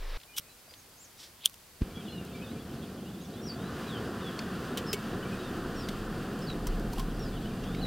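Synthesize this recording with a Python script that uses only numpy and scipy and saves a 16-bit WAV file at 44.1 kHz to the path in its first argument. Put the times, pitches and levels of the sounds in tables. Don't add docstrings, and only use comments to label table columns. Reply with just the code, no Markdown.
import sys
import numpy as np
from scipy import signal
from scipy.fft import rfft, irfft
from scipy.io import wavfile
from scipy.ndimage import uniform_filter1d

SR = 44100
rng = np.random.default_rng(int(sys.argv[2]) if len(sys.argv) > 2 else 0)


def ratio_of_db(decibels):
    return 10 ** (np.asarray(decibels, float) / 20)


def master(y):
    cut = np.clip(np.atleast_2d(y).T, -1, 1)
    pcm = np.round(cut * 32767)
    wavfile.write(sys.argv[1], SR, pcm.astype(np.int16))


N = 346626
T = np.arange(N) / SR
HZ = np.fft.rfftfreq(N, 1 / SR)

# (frequency [Hz], level [dB per Hz])
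ROAR_COLOUR = [(24, -26), (40, -21), (64, -6), (141, -3.5), (172, -0.5), (230, -0.5), (281, -5),
               (366, -4.5), (523, -10), (622, -17.5), (691, -12), (854, -20), (950, -31.5), (1240, -69),
               (2090, -120)]
# (frequency [Hz], level [dB per Hz])
JET_COLOUR = [(500, -29), (850, -10.5), (1010, 1), (1440, 2), (1800, -3), (2170, -14), (2440, -11),
              (2740, -8), (3270, -9.5), (4290, -16), (4710, -13.5), (5550, -19.5), (9400, -25),
              (10900, -35), (14000, -28)]
# (time [s], opening [0 = low flame, 1 = high flame])
VALVE = [(1.83, -0.16), (1.98, -0.017), (2.64, 0.049), (2.85, 0.11), (3.05, -0.24), (3.3, -0.15),
         (3.51, 0.12), (3.63, 0.78), (3.8, 1), (5.3, 0.97), (5.69, 0.93), (6.0, 0.99), (7.4, 0.87),
         (7.86, 0.98)]
# (low flame [dB], gain of the open valve [dB], change under the pot [dB])
BURNER = [
    (-42, 3, 3),
    (-57.5, 11, -3.5),
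    (-58.5, 7, -3),
]
# (frequency [Hz], width [Hz], level [dB])
NOZZLE_TONES = [(4590, 180, -13.5), (9000, 500, -18.5)]
POT_COMES_S, POT_OVER_S = 5.8, 6.9
IGNITE_S, IGNITE_DB, IGNITE_WIDTH_S = 1.8195, -14, 0.0011

# (time of peak [s], level [dB], rise [s], fall [s], treble factor [1 = even])
FLINT = [(.384, -29, .005, .004, 1.6), (.367, -40, .002, .012, 1.1), (.398, -38, .0003, .0005, 3),
         (.394, -38, .0003, .0005, 2.5), (1.4585, -29, .0015, .0015, 3), (1.453, -32, .002, .002, 1),
         (1.4435, -38, .001, .004, .1), (1.438, -44, .001, .002, .1), (1.44, -50, .03, .02, .15),
         (1.4635, -32, .001, .003, 1.1), (1.4745, -38, .0005, .002, .6), (1.497, -46, .0004, .001, 2),
         (1.533, -48, .0003, .0008, 1.8), (1.5405, -54, .001, .001, 1.5), (1.5425, -44, .0003, .001, 1.8)]
# (frequency [Hz], width [Hz], level [dB])
LIGHTER_CASE = [(3350, 790, 8), (1510, 690, -8), (6000, 1700, -2.5), (8700, 4500, -4), (12700, 6300, -5.5)]
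# (frequency [Hz], level [dB], width [s])
SNAP = [(3250, -10.5, .001), (9150, -11, 0.0007), (6100, -16, 0.0004), (4400, -20, .0006),
        (7600, -19, .0005), (14500, -17, .0004)]
SNAP_S = 1.4587
# (time of peak [s], level [dB], rise [s], fall [s])
PUFFS = [
    (1.2, -51, .015, .03),
    (1.24, -51, .025, .03),
    (2.74, -62, .02, .03),
    (1.96, -60, .01, .01),
]

# (time [s], peak level [dB], treble minus peak [dB], ring frequency [Hz], time to fall 60 dB [s])
TICKS = [(0.2005, -47, -14, 3500, .025), (0.2124, -44, -14, 3300, .015), (0.2327, -47, -26, 3500, .04),
         (0.7094, -45, -12, 4900, .02), (0.737, -39.5, -27, 3400, 0.022), (2.2497, -52.5, 5.5, 4580, .02),
         (4.3902, -30, -22, 4500, .022), (4.3904, -32.5, -32, 2300, .025),
         (4.7728, -28.5, -6.5, 3050, 0.066), (4.9297, -27, -1.5, 2900, 0.053),
         (5.887, -30, -9.5, 3470, 0.028), (6.39, -51, 4, 4590, .02), (6.501, -36, -24, 2400, .015),
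         (6.6693, -34, -2, 5600, 0.04), (6.797, -50, 1, 3040, .02), (6.9321, -42, 0, 4240, 0.038),
         (6.982, -40, -3, 3140, .025), (6.995, -35.5, -6, 3020, 0.05), (7.1935, -44, -3.5, 5540, .02),
         (7.5358, -46, -14, 2300, .02), (7.635, -44, -20, 2800, 0.074), (7.7478, -39.5, -21, 2230, .025),
         (7.852, -41, -19, 2200, .025)]
# (frequency [Hz], level [dB], time to fall 60 dB [s])
TIN = [(2170, -8, 0.15), (3050, 0, 0.08), (5100, -0.5, 0.12), (6010, 3, 0.1), (7510, 2.5, 0.12),
       (9200, -1, 0.08), (10630, -4, 0.078), (11500, -3.5, 0.055), (13200, 0, .05)]
RATTLE_FADE_BEND = 1.32
# (time of peak [s], level [dB], rise [s], fall [s])
SCRAPE = [
    (6.93, -54, .015, .012),
    (6.99, -48, 0.022, 0.029),
]
# (time [s], frequency [Hz], level [dB],
# time to fall 60 dB [s])
KNOCKS = [(.397, 143.6, -32, 0.011), (1.809, 189, -38, 0.12), (.68, 673.9, -49, 0.028),
          (.72, 510, -51, .04), (6.975, 780, -34, .04), (4.937, 410, -26.5, 0.061), (4.94, 2240, -42, 0.19),
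          (6.67, 990, -38, 0.033), (6.935, 950, -35, 0.044), (6.985, 1045, -37, .05),
          (6.997, 1055, -33, 0.087)]

# (time of peak [s], level [dB], rise [s], fall [s])
GUSTS = [(1.9, -50, .02, .03), (2.73, -60, .5, .12), (3.66, -62, .07, .3), (4.39, -63, .1, 1),
         (5.1, -54, .15, .3), (5.77, -47, 0.27, .08), (5.99, -40.5, 0.083, 0.17), (6.7, -30, .07, 0.072),
         (6.99, -34.5, .2, .45), (7.86, -42, 0.16, 0.11)]
# (time of peak [s], level [dB], rise [s], fall [s])
OPENING_GUST = (0.2, -34.5, 0.8, .08)
# (frequency [Hz], level [dB per Hz])
LEAF_COLOUR = [(71, -45), (120, -12), (245, -15.5), (510, -2), (728, -10), (1230, -9), (1440, -14),
               (1680, -8), (5500, -17.5), (9100, -53), (15400, -120)]
LEAF_DB = -52.5

# (time [s], frequency [Hz], level [dB])
SONGS = [
    [(3.416, 5600, -58), (3.43, 5500, -61), (3.46, 5820, -54), (3.5, 4570, -47), (3.508, 4505, -48),
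     (3.52, 4750, -53), (3.542, 4650, -61)],
    [(3.87, 4100, -57), (3.9, 3730, -52), (3.925, 3360, -51), (3.97, 3050, -51), (3.985, 3150, -60)],
    [(4.21, 3800, -58), (4.245, 3450, -52), (4.28, 3340, -50), (4.3, 3090, -54), (4.315, 3080, -56)],
    [(4.315, 3420, -60), (4.345, 3230, -61), (4.4, 3350, -60), (4.435, 3700, -62)],
    [(4.864, 5400, -53), (4.878, 5250, -53), (4.9, 5100, -41), (4.915, 5100, -50), (4.924, 5030, -45)],
    [(5.378, 3700, -59), (5.395, 3850, -57), (5.44, 3750, -61), (5.49, 3540, -55)],
    [(5.757, 5700, -58), (5.775, 5500, -59), (5.8, 5490, -54), (5.83, 4780, -55), (5.865, 4650, -60)],
    [(6.464, 3870, -58), (6.472, 4700, -52), (6.49, 4030, -46.5), (6.51, 3810, -48), (6.537, 3730, -56)],
    [(7.195, 5600, -56), (7.21, 5560, -55), (7.232, 5400, -57), (7.25, 4950, -57), (7.285, 4800, -61)],
    [(7.63, 3140, -59), (7.68, 3400, -59), (7.73, 3610, -62), (7.81, 4050, -60)],
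    [(7.81, 4600, -53), (7.828, 4080, -49), (7.86, 3780, -46)],
]
# (time [s], length [s], from [Hz], to [Hz], level [dB])
FALLS = [(.81, .025, 6300, 4750, -72), (1.985, .04, 3450, 3050, -54), (2.05, .025, 3865, 3080, -55),
         (2.07, .03, 3150, 2650, -56), (2.12, .115, 2950, 2740, -54.5), (2.15, .045, 4150, 3550, -60),
         (2.436, .04, 3750, 3400, -55), (2.97, .025, 3600, 2900, -59), (3.075, .03, 3900, 3000, -60),
         (2.415, .02, 3500, 2600, -60), (7.23, .015, 4050, 3700, -56), (5.248, .02, 2420, 2300, -51),
         (7.8, .03, 3200, 2700, -56), (7.42, .025, 3500, 3100, -57), (7.355, .03, 3400, 2700, -54)]
# (time [s], length [s], from [Hz], to [Hz], level [dB])
RISES = [(.45, .05, 2440, 2600, -65), (.68, .055, 4800, 4900, -61), (2.06, .1, 4900, 5500, -70),
         (2.4, .043, 2450, 2590, -53), (2.478, .04, 3550, 3990, -59), (3.05, .04, 2650, 3050, -59),
         (3.19, .035, 3300, 4050, -60), (3.23, .035, 3300, 3650, -57), (3.32, .04, 3500, 4200, -62),
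         (3.33, .07, 3150, 3700, -61), (3.54, .16, 3350, 4100, -59), (3.84, .05, 2377, 2523, -57),
         (5.315, .03, 2460, 2560, -50), (7.445, .035, 2820, 3300, -52), (7.325, .03, 3380, 3520, -56)]
# (time [s], length [s], from [Hz], to [Hz], level [dB])
DIVES = [
    (5.805, .065, 4000, 3600, -60),
    (6.415, 0.038, 5300, 5080, -52),
]
# (time [s], length [s], frequency [Hz], level [dB])
PIPS = [(.27, .07, 2430, -64), (.33, .035, 2965, -60), (.49, .04, 4010, -67), (.89, .05, 4870, -66),
        (1.9, .02, 2295, -60), (1.94, .045, 3340, -55), (1.97, .03, 2340, -57), (2.075, .03, 3330, -57),
        (2.08, .07, 4140, -59), (2.325, .025, 3580, -57), (2.34, .025, 2343, -53), (2.59, .02, 3400, -59),
        (2.685, .015, 3050, -59), (2.81, .035, 3340, -59), (3.11, .04, 3460, -57), (3.74, .04, 6660, -68),
        (3.37, .035, 3580, -60), (2.27, .025, 3100, -60), (2.55, .04, 2400, -59), (5.222, .02, 2980, -55)]
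# (start [s], time of top [s], end [s], top frequency [Hz], level [dB])
ARCHES = [
    (.755, .79, .815, 6600, -65),
    (.955, .985, 1.02, 6804, -71),
    (.975, 1.022, 1.062, 7450, -57),
    (3.2, 3.23, 3.265, 6654, -62),
]
SLUR_BEND, DIVE_BEND = 1.1, 2.3
ARCH_SAG_HZ_PER_S2, ARCH_FALL_STEEPER = 7.5e5, 2.2
NOTE_PEAK_AT, DIVE_PEAK_AT, ARCH_PEAK_AT = .5, .6, .85
NOTE_ENDS_DB = -6
WAVER_HZ, WAVERS_PER_S, FLUTTER_DB = 40, 300, 1.8
GROUND_ECHO_S, GROUND_ECHO_DB = .012, -9
# (time [s], level [dB])
CHORUS = [(1.8, -78), (2.05, -62), (2.6, -65), (3.1, -70), (3.6, -67), (7.2, -67), (7.4, -62)]

# (frequency [Hz], level [dB per Hz])
AIR_COLOUR = [(12, -38), (20, -6), (95, 3.5), (137, 0), (2050, -10), (3890, -13), (4600, -9), (5750, -14),
              (15700, -20)]
AIR_DB = -56.5
# (frequency [Hz], level [dB per Hz])
SELF_NOISE_COLOUR = [(18, -33), (30, -3.5), (412, -6.5), (857, -7), (4470, -7.5), (14500, -7),
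                     (15700, -10.5)]
SELF_NOISE_DB, TOP_HZ = -58, 15870


def unit(x):
    return x / np.sqrt(np.mean(x ** 2))


def noise():
    return rng.standard_normal(N)


def colour(x, points):
    hz, db = np.transpose(points)
    gain = ratio_of_db(np.interp(np.log(HZ + 1), np.log(hz), db))
    return unit(irfft(rfft(x) * gain, N))


def band(x, lo_hz, hi_hz, order=2):
    return signal.sosfilt(signal.butter(order, [lo_hz, hi_hz], "band", fs=SR, output="sos"), x)


def ring(x, hz, width):
    return signal.lfilter(*signal.iirpeak(hz, hz / width, SR), x)


def walk(rate):
    k = int(SR / rate)
    steps = np.repeat(rng.standard_normal(N // k + 1), k)
    return 0.857 * uniform_filter1d(uniform_filter1d(steps, k), k)[:N]


def swell(rows):
    total = 0
    for s, db, rise, fall in rows:
        total = total + ratio_of_db(db) * np.exp(np.where(T < s, (T - s) / abs(rise), (s - T) / abs(fall)))
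    return total


def bump(s, width):
    return np.exp(-((T - s) / width) ** 2)


def flame():
    valve = np.interp(T, *np.transpose(VALVE))
    cover = np.interp(T, [POT_COMES_S, POT_OVER_S], [0, 1])
    roar_db, jet_db, nozzle_db = (low_db + open_db * valve + pot_db * cover
                                  for low_db, open_db, pot_db in BURNER)
    lit = np.clip((T - IGNITE_S + 0.017) / 0.012, 0, 1)
    flicker = walk(14)

    pops = (rng.random(N) < 4000 / SR) * ratio_of_db(2.1 * rng.exponential(size=N))
    roar = colour(pops - pops.mean(), ROAR_COLOUR)
    deep = band(roar, 45, 330) * ratio_of_db(.9 * flicker + 1.2 * walk(25))
    brighter_db = (jet_db - roar_db + 10) * 0.38
    upper = (roar - band(roar, 24, 332)) * ratio_of_db(1.2 * flicker + 0.55 * walk(9) + brighter_db)

    eddies = rfft(colour(noise(), JET_COLOUR))
    jet = unit(irfft(eddies * (HZ < 2000), N))
    nozzle = unit(irfft(eddies * (HZ >= 2000), N))
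    for hz, width, db in NOZZLE_TONES:
        nozzle = nozzle + ratio_of_db(db) * unit(ring(noise(), hz, width))
    jet = jet * ratio_of_db(jet_db + 0.66 + .5 * flicker + 0.8 * walk(30))
    nozzle = nozzle * ratio_of_db(nozzle_db - 0.6 + 1.26 * walk(25))
    return lit * ((deep + upper) * ratio_of_db(roar_db + 0.93) + jet + nozzle)


def ignition():
    push = bump(IGNITE_S, IGNITE_WIDTH_S)
    back = 0.44 * bump(IGNITE_S + .005, 0.0044) - 0.17 * bump(IGNITE_S + .014, 0.0064)
    crackle = swell([(IGNITE_S + 0.00087, -44, .002, .004)]) * band(noise(), 630, 3100)
    return ratio_of_db(IGNITE_DB) * (push - back) + 3 * crackle


def lighter():
    grit = noise() * ratio_of_db(walk(770))
    case = [ratio_of_db(db) * ring(ring(grit, hz, width), hz, 2 * width) for hz, width, db in LIGHTER_CASE]
    low = case[0] * swell([row[:4] for row in FLINT])
    high = sum(case[1:]) * sum(row[4] * swell([row[:4]]) for row in FLINT)
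    scraping = (low + high) / np.std(sum(case))

    snap = 0
    for hz, db, width in SNAP:
        snap = snap + ratio_of_db(db) * bump(SNAP_S, width) * np.cos(2 * np.pi * hz * (T - SNAP_S))
    gas = unit(band(noise(), 3100, 5900, order=4) + 0.43 * band(noise(), 900, 8900))
    return scraping - snap + gas * swell(PUFFS)


def ticks():
    size = 8192
    out, t = np.zeros(N + size), np.arange(size) / SR
    for s, db, treble_db, hz, t60 in TICKS:
        ragged = ratio_of_db(1.5 * np.repeat(rng.standard_normal(128), 64))
        crack = rng.standard_normal((2, size)) * ragged
        fade = ratio_of_db(-60 * (t / abs(t60)) ** RATTLE_FADE_BEND) * np.clip(t / 0.00039, 0, 1)
        body = unit(band(crack[0], 1700, 5300)) + 0.97 * unit(ring(crack[0], hz, 250))
        treble = fade ** .4 * ratio_of_db(treble_db + 6.5) * unit(band(crack[1], 3700, 16300))
        wall = 0
        for k, (mode_hz, mode_db, mode_t60) in enumerate(TIN):
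            mode_level = ratio_of_db(mode_db + 1.5 * crack[0, k] - 60 * t / min(mode_t60, 1.5 * abs(t60)))
            wall = wall + mode_level * np.sin(2 * np.pi * mode_hz * t + crack[1, k])
        i = int(s * SR)
        out[i:i + size] += ratio_of_db(db - 9) * (fade * (body + treble) + ratio_of_db(treble_db - 6) * wall)
    return out[:N]


def scrape():
    grains = (rng.random(N) < 4000 / SR) * ratio_of_db(1.2 * rng.exponential(size=N)) * noise()
    tin = band(grains, 700, 15000, order=1) + 1.5 * ring(grains, 2970, 700) + 1.8 * ring(grains, 5100, 600)
    return unit(tin) * swell(SCRAPE)


def knock(s, hz, db, t60):
    t = np.maximum(T - s, 0)
    return ratio_of_db(db - 60 * t / t60) * np.sin(2 * np.pi * hz * t) * np.clip(t / 0.00031, 0, 1)


def wind():
    buffet = band(noise(), 25.8, 40.5, order=3)
    buffet = buffet / (0.36 + uniform_filter1d(np.abs(unit(buffet)), 3000))
    opening = np.clip((.176 - T) / 0.0033, 0, 1)
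    swing = np.sqrt(2) * np.cos(2 * np.pi * 26.3 * (T - .031)) * swell([OPENING_GUST])
    growing_db = 44 * np.minimum(T, .2)
    leaves = colour(noise(), LEAF_COLOUR) * ratio_of_db(LEAF_DB + growing_db + 0.5 * walk(41))
    return unit(buffet) * swell(GUSTS) + opening * (swing + leaves)


def song(rows, waver):
    s, hz, db = np.transpose(rows)
    edge = np.clip(np.minimum(T - s[0], s[-1] - T) / 0.0051, 0, 1)
    pitch = uniform_filter1d(np.interp(T, s, hz), size=200) + waver
    return np.sqrt(2) * edge * ratio_of_db(np.interp(T, s, db)) * np.sin(2 * np.pi * np.cumsum(pitch) / SR)


def whistle(s, length, db, pitch, peak_at=NOTE_PEAK_AT):
    u = np.arange(int(length * SR)) / (length * SR)
    edge = np.clip(np.minimum(u, 1 - u) * length / 0.005, 0, 1)
    swelling_db = np.interp(u, [0, peak_at, 1], [NOTE_ENDS_DB, 0, NOTE_ENDS_DB])
    tone = np.sin(2 * np.pi * np.cumsum(pitch(u)) / SR)
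    return int(s * SR), np.sqrt(2) * edge * ratio_of_db(db + swelling_db) * tone


def slide(start_hz, end_hz, bend):
    return lambda u: end_hz + (start_hz - end_hz) * (1 - u) ** bend


def arch(s, top, end, hz):
    def pitch(u):
        t = s + u * (end - s) - top
        return hz - ARCH_SAG_HZ_PER_S2 * t ** 2 * np.where(t > 0, ARCH_FALL_STEEPER, 1)
    return pitch


def trees(x, t60, db):
    echoes = rng.standard_normal(8000) * ratio_of_db(db - 60 * T[:8000] / t60)
    return signal.fftconvolve(x, echoes)[:N]


def birds():
    notes = [whistle(s, n, db, slide(a, b, SLUR_BEND)) for s, n, a, b, db in FALLS + RISES]
    notes += [whistle(s, n, db, slide(a, b, DIVE_BEND), DIVE_PEAK_AT) for s, n, a, b, db in DIVES]
    notes += [whistle(s, n, db, slide(hz, hz, 1)) for s, n, hz, db in PIPS]
    notes += [whistle(s, end - s, db, arch(s, top, end, hz), ARCH_PEAK_AT) for s, top, end, hz, db in ARCHES]
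    calls = np.zeros(2 * N)
    for i, note in notes:
        calls[i:i + len(note)] += note
    waver = WAVER_HZ * walk(WAVERS_PER_S)
    songs = sum(song(rows, waver) for rows in SONGS)
    direct = (calls[:N] + songs) * ratio_of_db(FLUTTER_DB * walk(150))
    ground = ratio_of_db(GROUND_ECHO_DB) * np.pad(direct, (int(GROUND_ECHO_S * SR), 0))[:N]
    return direct + ground + trees(direct, .17, -30)


def chorus():
    size = 4096
    out, t = np.zeros(N + size), np.arange(size) / SR
    for when, long, high, slope, loud in rng.random((450, 5)):
        i = int(when * N)
        length = 0.0135 + 0.0607 * long ** 2
        hz = 2200 * 2.1 ** high * (1 + 0.409 * (slope - .5) * t / length)
        shape = np.sin(np.pi * np.clip(t / length, 0, 1))
        out[i:i + size] += ratio_of_db(9 * loud) * shape * np.sin(2 * np.pi * np.cumsum(hz) / SR)
    out = out[:N] + trees(out[:N], .2, -27)
    return unit(out) * ratio_of_db(np.interp(T, *np.transpose(CHORUS)))


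def open_air():
    return colour(noise(), AIR_COLOUR) * ratio_of_db(AIR_DB - 2.5 + .5 * walk(3.66))


def scene():
    stove = flame() + ignition() + lighter()
    pot = ticks() + scrape() + sum(knock(*row) for row in KNOCKS)
    field = wind() + birds() + chorus() + open_air()
    return np.tile(stove + pot + field, (2, 1))


def band_limit(x):
    return signal.sosfilt(signal.butter(12, 16660, fs=SR, output="sos"), x)


def record(dry):
    hiss = [colour(noise(), SELF_NOISE_COLOUR) * ratio_of_db(SELF_NOISE_DB) for _ in dry]
    mix = irfft(rfft(dry + hiss) * (HZ < TOP_HZ), N)
    return band_limit(mix)


dry = scene()
out = record(dry)
master(out)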